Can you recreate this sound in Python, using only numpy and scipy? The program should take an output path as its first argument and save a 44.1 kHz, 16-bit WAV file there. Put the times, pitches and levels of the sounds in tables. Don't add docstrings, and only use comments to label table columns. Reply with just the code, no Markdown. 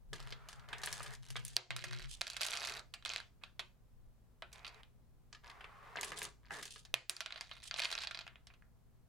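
import sys
import numpy as np
from scipy import signal
from scipy.fft import rfft, irfft, next_fast_len
from scipy.io import wavfile
from scipy.ndimage import uniform_filter1d, map_coordinates

SR = 44100
rng = np.random.default_rng(int(sys.argv[2]) if len(sys.argv) > 2 else 0)


def unload_audio(sound):
    columns = np.transpose(np.atleast_2d(sound))
    steps = np.round(np.clip(columns, -1, 1) * 32767)
    wavfile.write(sys.argv[1], SR, steps.astype(np.int16))


N = 400428
TIME = np.arange(N) / SR

# (time [s], level of the first 8 ms [dB], die pitch [Hz], snap above it [dB], ring against tick [dB])
CLICKS = [(0.1311,-43,4130,-1.5,11), (.158,-55.5,3900,1,8.5), (0.202,-52,4000,-3.5,0),
          (.227,-59,4600,1,-2.5), (.273,-53.5,3800,-7,-11), (.306,-56.5,3770,-1.5,-9),
          (0.3232,-45,4260,-16,26), (0.487,-49.5,4300,0.5,7), (0.5302,-54,4800,-5,-9.5),
          (.596,-61.5,4500,-4,3), (.688,-54,4020,-8,0), (0.7295,-39.5,3150,-16.5,24),
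          (0.783,-54,4500,6.5,1), (0.8345,-39.5,4350,-3,18), (0.8602,-41.5,4620,20,-6),
          (0.8735,-39.5,3050,-14,1), (0.9277,-39.5,4260,5,0), (1.0053,-45,2670,-36,-10),
          (1.03,-49,4350,11,14), (1.061,-49,3000,-5,12.5), (1.136,-54,4200,5.5,6), (1.3039,-48,4280,4.5,1),
          (1.3569,-43,3070,-19,4), (1.3645,-41,3160,-8.5,13), (1.451,-43.5,4840,17,-4.5),
          (1.481,-49.5,4450,12.5,-1.5), (1.5664,-24,4280,-6,-8), (1.7061,-30,3800,-12.5,-1),
          (1.7643,-34,4100,0,-3.5), (1.8403,-35.5,2410,-3.5,7.5), (1.932,-44,5000,-14,-17),
          (2.211,-39,4500,0.5,-7.5), (2.216,-33.5,4460,0,-17.5), (2.2688,-40,4500,-6.5,-5),
          (2.279,-45,3600,-2,-12), (2.301,-40.5,4430,0,-1.5), (2.333,-49,3300,3.5,-3),
          (2.367,-40,2650,-2.5,-3.5), (2.4096,-39.5,4100,-10,-13), (2.415,-34.5,4150,-0.5,0.5),
          (2.4325,-34.5,4350,2.5,0.5), (2.4467,-39.5,4300,0.5,7), (2.4651,-37.5,4150,3,-1),
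          (2.5082,-45,4400,16,-14), (2.5658,-44,4300,-6.5,-15), (2.5734,-46.5,4300,-8.5,2),
          (2.6408,-42.5,4300,-16,-5), (2.6968,-43,4300,-2.5,-6), (2.533,-38,3970,-7.5,2),
          (2.6494,-41,4640,1,5.5), (2.6723,-42,4180,-2.5,-1), (2.9387,-44.5,3300,-3,5.5),
          (3.025,-59.5,3760,-15.5,-5.5), (3.051,-40,3205,-7.5,-4), (3.0592,-40,4000,-11.5,-2.5),
          (3.101,-41.5,4450,-17,-6), (3.1363,-45.5,4840,-7,-4), (3.1613,-36.5,3300,-5.5,-24.5),
          (3.202,-47.5,3000,-10,-3.5), (3.4366,-47,3400,-12,-1.5), (3.5946,-43.5,1950,-7,1.5),
          (3.5934,-41,3890,-29,19), (4.4222,-47,3040,-19,-2.5), (4.4235,-48,1630,-34,-2.5),
          (4.5287,-55.5,4050,11,7), (4.647,-47,4130,-53,4), (4.745,-60,3500,-10,-6),
          (4.833,-58,3250,-9.5,-9), (5.328,-52,6640,-19,5), (5.3485,-54,4550,-13,17),
          (5.608,-51,3000,-18,25), (5.6427,-49.5,2650,-22,4), (5.957,-43,1960,-32,-7),
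          (5.9698,-42,3180,-28,12.5), (5.9867,-42.5,2150,-30,-6), (6.0116,-41.5,3530,12,-8),
          (6.0314,-38.5,2850,-5,3), (6.0455,-44.5,4550,19,1.5), (6.119,-42.5,2100,-14,-1),
          (6.187,-47,4760,19,1.5), (6.218,-41.5,2480,-12,-5), (6.2293,-44.5,4800,10.5,9),
          (6.2421,-48,4500,7,0), (6.2519,-46,4300,1.5,-5.5), (6.5075,-42.5,2080,-25,-4),
          (6.6277,-44.5,4800,2.5,9), (6.6549,-48,5030,4,3), (6.76,-52,4600,-10.5,8.5),
          (6.851,-55,4800,-3,6), (6.9414,-25,3150,-3.5,-9), (7.0963,-27,5180,9,-7),
          (7.1663,-39.5,3790,0,-6), (7.206,-32,3950,-4,-2), (7.261,-35.5,3800,-12.5,-7),
          (7.3064,-44,3500,-20,-4), (7.3241,-39,4250,-22,-23), (7.3595,-43.5,4060,-27,1),
          (7.378,-49,3500,-40,4.5), (7.41,-38.5,4960,-7.5,-4.5), (7.5129,-44.5,3800,-31,7),
          (7.7115,-39,4320,-21,-9), (7.7416,-40.5,4300,-14,-7), (7.7615,-45.5,4400,-26,10),
          (7.7875,-41,4440,-23.5,-3), (7.7951,-35,2460,0,-22), (7.8016,-35.5,4240,-10.5,-15),
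          (7.8193,-35.5,4240,-15,4), (7.8363,-38,4350,-15.5,-6), (7.8448,-43.5,4400,-7,-23),
          (7.8481,-38,4500,-14,-12), (7.8543,-33,4440,-22,-10), (7.9039,-44.5,2700,-5,0),
          (7.9151,-39,4630,-5,-6.5), (7.9266,-35.5,4750,-7.5,-0.5), (7.9524,-39,4400,-13.5,-12),
          (7.9787,-38.5,4300,-21.5,-2), (7.9878,-43,4400,-6,-14), (8.0192,-43.5,4700,-10,3),
          (8.0352,-41.5,4470,-13,8), (8.1525,-53.5,3500,-11,-12), (8.174,-47,4570,-23,-8),
          (8.2092,-48.5,4350,-21,13), (8.0721,-39,4250,-16,-2), (8.1108,-43,4320,-14,-2),
          (8.1469,-43,4730,-20,0), (8.19,-44.5,4370,-13.5,-6), (8.2668,-51.5,2850,-21,-9),
          (8.278,-50.5,2780,-20,-6), (8.3575,-56.5,3030,-21,-7), (8.4702,-56.5,4230,-8,-2),
          (8.502,-61.5,2660,-35,-5), (8.538,-64,3000,-13,2), (8.623,-65.5,1920,-29,-16)]
# (start [s], end [s], relative level of a touch [dB], plastic snap [dB])
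JOSTLES = [(0.141, 0.333, -62.5, -8), (0.807, 1.165, -56, 0.5), (1.215, 1.545, -65, -0.5),
           (1.779, 2.069, -48.5, -11), (2.218, 2.406, -53.5, -13), (2.4, 2.582, -44.5, -8),
           (2.579, 2.798, -47, -6), (3.053, 3.186, -48.5, -15), (4.516, 4.594, -64, -6),
           (4.63, 4.689, -54, -10.5), (5.435, 5.512, -57, -13), (5.95, 6.257, -57, -8),
           (6.427, 6.484, -68, -20), (6.503, 6.68, -57, 0), (7.31, 7.697, -58, -9),
           (7.759, 7.88, -45.5, -12), (7.88, 8.052, -47.5, -13), (8.036, 8.225, -73, -22)]
# (start [s], end [s], relative level [dB], cupped hand resonance [Hz])
PUSHES = [(0.172, 0.665, -62.5, 1320), (0.676, 1.143, -55.5, 1690), (1.512, 1.523, -62, 1740),
          (2.1, 2.187, -76, 2180), (2.463, 2.809, -55, 1340), (3.407, 3.441, -67.5, 2500),
          (4.517, 4.81, -62.5, 2380), (5.427, 5.829, -60.5, 1170), (5.824, 6.274, -57, 1120),
          (6.495, 6.601, -51, 1690), (7.756, 7.88, -67, 2240)]
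# (start [s], end [s], relative level [dB])
SQUEEZES = [(.49, .54, -60), (.83, .98, -53.5), (.99, 1.14, -69), (1.45, 1.55, -59.5), (2.08, 2.14, -49.5),
            (2.4, 2.72, -63), (6.01, 6.095, -52), (6.16, 6.26, -49), (6.51, 6.68, -57.5), (6.7, 6.8, -57),
            (7.63, 7.68, -51.5), (7.76, 7.87, -54.5)]
# (time [s], gain [dB])
LANDINGS = [(.128, -44.5), (0.319, -55.5), (1.564, -38), (1.705, -42.5), (1.843, -50), (2.211, -55),
            (3.595, -56.5), (4.421, -55.5), (5.969, -50), (6.221, -48.5), (6.512, -55), (6.939, -42),
            (7.098, -52)]
# (start [s], end [s], level [dB])
PRESSED_ROLLS = [(1.72, 2.04, -62.5), (5.96, 6.282, -63.5), (6.508, 6.612, -61.5)]
NUDGES = [(0, .3, -59), (1.99, 2.19, -52), (3.92, 4.1, -59)]
# (start [s], end [s], level [dB])
LOW_BOOMS = [(.08, .42, -47.5), (.55, .8, -51), (.82, 1.2, -48.5), (1.28, 1.48, -47), (1.69, 2.05, -41.5)]
# (start [s], end [s])
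DESK_SPANS = [(0, 1.55), (5.2, 6.85)]

# (frequency [Hz], width [Hz], level [dB])
DESK_MODES = [(426, 37, 1), (714, 110, -5), (967, 37, -0.5), (1220, 60, 1.5), (1648, 130, 3.5),
              (2020, 49, -3.5), (3000, 55, -13.5), (3410, 250, -25.5), (5065, 69, -9.5)]
SHELF_MODES = [(668, 57, -3), (1124, 57, -12.5), (1388, 16, -1), (1620, 100, -9), (2110, 55, -7.5),
               (2493, 81, -3), (3300, 49, -11.5), (3930, 97, -8), (4550, 130, -12)]
# (frequency [Hz], t60 [s], level [dB])
DESK_BENDING = [(165, 0.042, -3.5), (299.5, 0.068, -8), (389, 0.051, -3.5), (428, 0.059, 1),
                (547, 0.052, -5), (660, 0.057, -10)]
SHELF_BENDING = [(123.4, 0.14, -7), (366, 0.17, -9.5), (417, 0.066, -10), (538, 0.06, -1.5),
                 (650, .045, -9.5)]
# (frequency [Hz], gain per dB of drop [dB])
DROP_TILT = [(300, 1.76), (700, -0.1), (1500, -1), (9000, 0), (15000, 2.5)]
# (frequency [Hz], gain per dB of knock [dB])
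KNOCK_TILT = [(1250, 1.0), (2200, 0.038)]
# (frequency [Hz], t60 [s])
ROOM_DECAY = [(200, 0.33), (1000, 0.25), (3500, 0.23), (7000, 0.35), (14000, 0.098)]
# (frequency [Hz], level [dB])
MAINS_HUM = [(118.4, -74.5), (236.9, -85.5)]

# (frequency [Hz], relative level [dB])
TICK_SPECTRUM = [(80, -29), (270, -10), (430, -2), (650, 0.5), (1500, 3.5), (2300, 4.5), (4500, 8),
                 (5600, 4.5), (7200, 4), (10000, 0), (13000, -11.5), (16000, -21.5)]
SHELF_LOW_CUT = [(300, -12), (520, -9.5), (640, 2)]
SLIDE_SPECTRUM = [(150, -19), (330, -19.5), (425, -5.5), (510, -11), (750, -4.5), (960, -4), (1550, -7),
                  (2000, -8), (2900, -16.5), (6000, -28), (16000, -39.5)]
RUB_SPECTRUM = [(1000, -28), (2600, 1), (3400, 7.5), (5500, 1.5), (9500, 2), (12500, -15.5), (16000, -26.5)]
SWAY_SPECTRUM = [(12, -11), (22, -9.5), (34, -3.5), (50, -12.5), (100, -37), (300, -78.5)]
BOOM_SPECTRUM = [(60, -23.5), (100, -7.5), (125, 14), (170, -20), (400, -47.5)]
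AIR_SPECTRUM = [(20, -12.5), (60, -9), (90, 0.5), (150, 0.5), (300, -10.5), (500, -13), (1000, -18.5),
                (2500, -28.5), (6000, -32), (16000, -33.5)]
RUMBLE_SPECTRUM = [(15, -8), (35, -0.5), (60, -1.5), (100, -20), (300, -76)]
DRONE_SPECTRUM = [(25, -21), (60, 5), (85, 0), (120, -2), (180, -6), (350, -42.5)]
ROOM_SPECTRUM = [(200, 4.5), (700, 1.5), (2500, 1.5), (5000, -6.5), (6500, -7.5), (9000, -10),
                 (15000, -10.5)]

DIE_HZ, DIE_SPREAD_OCT = 3800, 0.37
PITCH_DB, PITCH_WIDTH_OCT, SNAP_RISE_OCT = 2.3, 0.74, 1
DIE_ON_DIE_DB, KNOCK_LOSS = -2, 0.94
DROP_DB, DROP_BODY, DROP_RING = -28.5, 0.69, 0.81
HARD_DB, HARD_HZ, HARD_WIDTH_OCT = -40.5, 1950, 0.86
HARD_GROWTH, HARD_MAX_DB = 0.6, 4.5
SPOT_DB, SPOT_DETUNE = 3, .012
DESK_PAN_DB, SHELF_PAN_DB = 0.14, -3


def clicks(ripple):
    out = np.zeros((2, N + SR))
    for time, db, pitch_hz, snap_db, ring_db in CLICKS:
        drop_db = max(db - DROP_DB, 0)
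        hard_db = np.clip(HARD_GROWTH * (db - HARD_DB), 0, HARD_MAX_DB)
        knock_db = knock(db, snap_db)
        click = contact(on_desk(time), knock_db, pitch_hz, snap_db, ring_db, ripple, drop_db, hard_db)
        add(out, time, amp(db) * click)
    return out[:, :N]


def contact(desk, knock_db, pitch_hz, snap_db, ring_db, ripple=1, drop_db=0, hard_db=0,
            ring_t60=0.055, colour_db=2.0, size=2048):
    t = np.arange(size) / SR
    hz = np.fft.rfftfreq(size, 1 / SR)
    chatter = .42 * ripple * amp(1.5 * max(ring_db, 0))
    tick = chatter * stereo_noise(side_db=-9, size=size) * amp(-60 * t / .005)
    tick[:, 0] = 1
    ring = stereo_noise(side_db=-9.5, size=size) * amp(-60 * t / ring_t60)
    blow = filtered(unit(tick) + amp(ring_db) * unit(ring), lambda f: wood(f, desk, ripple))
    tone_db = along(TICK_SPECTRUM, hz) + knock_db * along(KNOCK_TILT, hz)
    tone_db += (PITCH_DB + DROP_RING * drop_db) * bell(hz, pitch_hz, PITCH_WIDTH_OCT)
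    tone_db += snap_db * np.clip(np.log2((hz + 1) / pitch_hz) / SNAP_RISE_OCT, 0, 1)
    tone_db += drop_db * along(DROP_TILT, hz)
    tone_db += hard_db * bell(hz, HARD_HZ, HARD_WIDTH_OCT)
    knots = rng.standard_normal(size // 64)
    tone_db += ripple * colour_db * map_coordinates(knots, [np.sqrt(hz / hz[-1]) * (len(knots) - 1)])
    click = signal.fftconvolve(blow, causal(tone_db)[None], axes=1)[:, :size]
    return click / np.sqrt(np.mean(click[:, t < .008] ** 2))


def knock(db, snap_db, body_db=0.5):
    if db > DROP_DB:
        return body_db + DROP_BODY * (db - DROP_DB)
    return body_db - KNOCK_LOSS * max(snap_db - DIE_ON_DIE_DB, 0)


def wood(hz, desk, ripple):
    modes = DESK_MODES if desk else SHELF_MODES
    spot = ripple * clipped_normal((len(modes), 2))
    body = 1.1 - .55 * ripple
    for (centre, width, db), (detune, lift) in zip(modes, spot):
        centre *= 1 + SPOT_DETUNE * detune
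        resonance = 1j * hz * width / (centre ** 2 - hz ** 2 + 1j * hz * width)
        body += amp(db + SPOT_DB * lift) * resonance
    return body if desk else body * amp(along(SHELF_LOW_CUT, hz))


def jostle(trim_db=-2, spread_db=4, cushion_db=-1.5, count=10, touches=80, touches_per_s=140):
    heap = np.zeros((2, N + SR))
    for start, end, db, snap_db in JOSTLES:
        pitches = DIE_HZ * 2 ** (DIE_SPREAD_OCT * rng.standard_normal(count))
        knock_db = knock(db, snap_db) + cushion_db
        dice = [contact(on_desk(start), knock_db, hz, snap_db, ring_db=-6) for hz in pitches]
        times = start + (np.arange(touches) + 2 * rng.random(touches)) / touches_per_s
        force = amp(db + trim_db + spread_db * clipped_normal(touches)) * rng.choice([-1, 1], touches)
        force *= stroke(times, start, end, attack_s=0.007, release_s=0.028, fade_db_per_s=12.5)
        for k, time in enumerate(times):
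            add(heap, time, force[k] * dice[k % count])
    return heap[:, :N]


def slide(trim_db=-1, hollow_db=7, hollow_oct=0.21):
    catches = unit(grains(per_s=2200, spread_db=4))
    friction = coloured(catches + 1.2 * stereo_noise(side_db=-4), SLIDE_SPECTRUM)
    out = np.zeros((2, N + SR))
    for start, end, db, hollow_hz in PUSHES:
        span = slice(round(start * SR), round(start * SR) + SR)
        cupped = filtered(friction[:, span], lambda hz: amp(hollow_db * bell(hz, hollow_hz, hollow_oct)))
        push = stroke(TIME[span], start, end, attack_s=0.016, release_s=0.049, fade_db_per_s=1)
        add(out, start, amp(db + trim_db) * push * unit(cupped))
    return out[:, :N]


def rub(trim_db=-1, count=6, scatter_t60=0.024):
    t = np.arange(256) / SR
    slips = np.zeros((2, N))
    for _ in range(count):
        scatter = stereo_noise(side_db=-5.5, size=len(t)) * amp(-60 * t / scatter_t60)
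        catches = grains(per_s=75, spread_db=7)
        slips += signal.oaconvolve(catches[None], scatter, axes=1)[:, :N]
    grip = strokes(SQUEEZES, attack_s=0.0097, release_s=0.12, fade_db_per_s=3.5)
    creak = coloured(unit(slips) + 0.28 * stereo_noise(side_db=-1), RUB_SPECTRUM)
    return amp(trim_db) * grip * creak


def thumps():
    out = np.zeros((1, N + SR))
    for time, db in LANDINGS:
        add(out, time, amp(db) * bending(time)[None])
    return out[:, :N]


def rolls():
    out = np.zeros(N)
    for start, end, db in PRESSED_ROLLS:
        corners = grains(per_s=180, spread_db=1.5)
        ringing = unit(signal.oaconvolve(corners, bending(start))[:N])
        press = stroke(TIME, start, end, attack_s=.015, release_s=0.13, fade_db_per_s=5.5)
        out += amp(db) * press * ringing
    return out


def bending(time, attack_s=0.0021):
    t = np.arange(SR // 4) / SR
    modes = DESK_BENDING if on_desk(time) else SHELF_BENDING
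    ring = sum(amp(db + rng.normal(0, 2) - 60 * t / t60) * np.sin(2 * np.pi * hz * t)
               for hz, t60, db in modes)
    return ring * (1 - np.exp(-t / attack_s))


def room(x, build_s=0.00045, count=4):
    out = np.zeros((2, N))
    for k in range(count):
        hz, t, noise = signal.stft(stereo_noise(side_db=-5.5, size=SR // 2), SR, nperseg=256)
        decay = amp(along(ROOM_SPECTRUM, hz)[:, None] - 60 * t / along(ROOM_DECAY, hz)[:, None])
        tail = signal.istft(noise * decay * (1 - np.exp(-t / build_s)), SR, nperseg=256)[1]
        active = (TIME * 10).astype(int) % count == k
        out += signal.oaconvolve((x * active)[None], tail / np.linalg.norm(tail[0]), axes=1)[:, :N]
    return out


def background(air_db=-72, rumble_db=-68, boom_floor_db=-73, drone_db=-68):
    air = amp(air_db) * coloured(stereo_noise(side_db=-4), AIR_SPECTRUM)
    rumble = amp(rumble_db) * coloured(stereo_noise(side_db=-17), RUMBLE_SPECTRUM)
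    nudges = strokes(NUDGES, attack_s=0.01, release_s=0.15)
    sway = nudges * coloured(stereo_noise(side_db=-3), SWAY_SPECTRUM)
    swells = strokes(LOW_BOOMS, attack_s=0.026, release_s=0.39, fade_db_per_s=8.5)
    boom = np.hypot(amp(boom_floor_db), swells) * coloured(rng.standard_normal(N), BOOM_SPECTRUM)
    hum = sum(amp(db) * np.sqrt(2) * np.sin(2 * np.pi * hz * TIME) for hz, db in MAINS_HUM)
    drone = amp(drone_db) * coloured(rng.standard_normal(N), DRONE_SPECTRUM)
    opposite_phase = np.array([[1], [-.7]])
    return air + rumble + sway + hum + (boom + drone) * opposite_phase


def gain_control(x, threshold_db=-32, slope=0.76, release_db_per_s=16, window=88):
    power = uniform_filter1d(np.mean(x ** 2, axis=0), window)
    level_db = 10 * np.log10(np.abs(power) + 1e-12)
    cut_db = slope * np.maximum(level_db - threshold_db, 0)
    recovery_db = release_db_per_s * TIME
    held_db = np.maximum.accumulate(cut_db + recovery_db) - recovery_db
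    smooth_db = signal.lfilter(np.ones(2 * window) / (2 * window), 1, held_db)
    return x * amp(-smooth_db)


def on_desk(t):
    return sum((t >= start) * (t < end) for start, end in DESK_SPANS)


def stroke(t, start, end, attack_s, release_s, fade_db_per_s):
    rise = np.clip((t - start) / attack_s, 0, 1)
    fade_db = fade_db_per_s * np.clip(t - start, 0, end - start)
    release_db = 60 * np.maximum(t - end, 0) / release_s
    return rise * amp(-fade_db - release_db)


def strokes(rows, attack_s, release_s, fade_db_per_s=0):
    return sum(amp(db) * stroke(TIME, start, end, attack_s, release_s, fade_db_per_s)
               for start, end, db in rows)


def grains(per_s, spread_db):
    hits = rng.random(N) < per_s / SR
    return hits * amp(spread_db * clipped_normal(N)) * rng.choice([-1, 1], N)


def stereo_noise(side_db, size=N):
    mid, side = rng.standard_normal((2, size))
    return unit(np.array([mid + amp(side_db) * side, mid - amp(side_db) * side]))


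def clipped_normal(shape):
    return np.clip(rng.standard_normal(shape), -2, 2)


def filtered(x, response):
    n = x.shape[-1]
    padded = next_fast_len(n + SR // 10)
    return irfft(rfft(x, padded) * response(np.fft.rfftfreq(padded, 1 / SR)), padded)[..., :n]


def coloured(x, spectrum):
    return unit(filtered(x, lambda hz: amp(along(spectrum, hz))))


def causal(db):
    cepstrum = irfft(db * np.log(10) / 20)
    half = len(cepstrum) // 2
    return irfft(np.exp(rfft(np.r_[cepstrum[0], 2 * cepstrum[1:half]], 2 * half)))


def along(points, hz):
    freqs, values = np.transpose(points)
    return np.interp(np.log(hz + 1), np.log(freqs + 1), values)


def bell(hz, centre_hz, width_oct):
    return np.exp(-(np.log2((hz + 1) / centre_hz) / width_oct) ** 2)


def amp(db):
    return 10 ** (np.asarray(db) / 20)


def unit(x):
    return x / np.sqrt(np.mean(x ** 2) + 1e-20)


def add(out, time, sound):
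    out[:, round(time * SR):][:, :sound.shape[1]] += sound


def scene(room_db=-11.5):
    handling = thumps() + rolls() + jostle() + slide() + rub()
    direct = handling + clicks(ripple=1)
    to_walls = handling + clicks(ripple=0)
    pan_db = uniform_filter1d(np.where(on_desk(TIME), DESK_PAN_DB, SHELF_PAN_DB), size=SR // 4)
    pan = amp(np.outer([.5, -.5], pan_db))
    return direct * pan + amp(room_db) * room(to_walls.mean(axis=0)) + background()


def record(dry, band_limit_hz=16400):
    return filtered(gain_control(dry), lambda hz: hz < band_limit_hz)


dry = scene()
out = record(dry)
unload_audio(out)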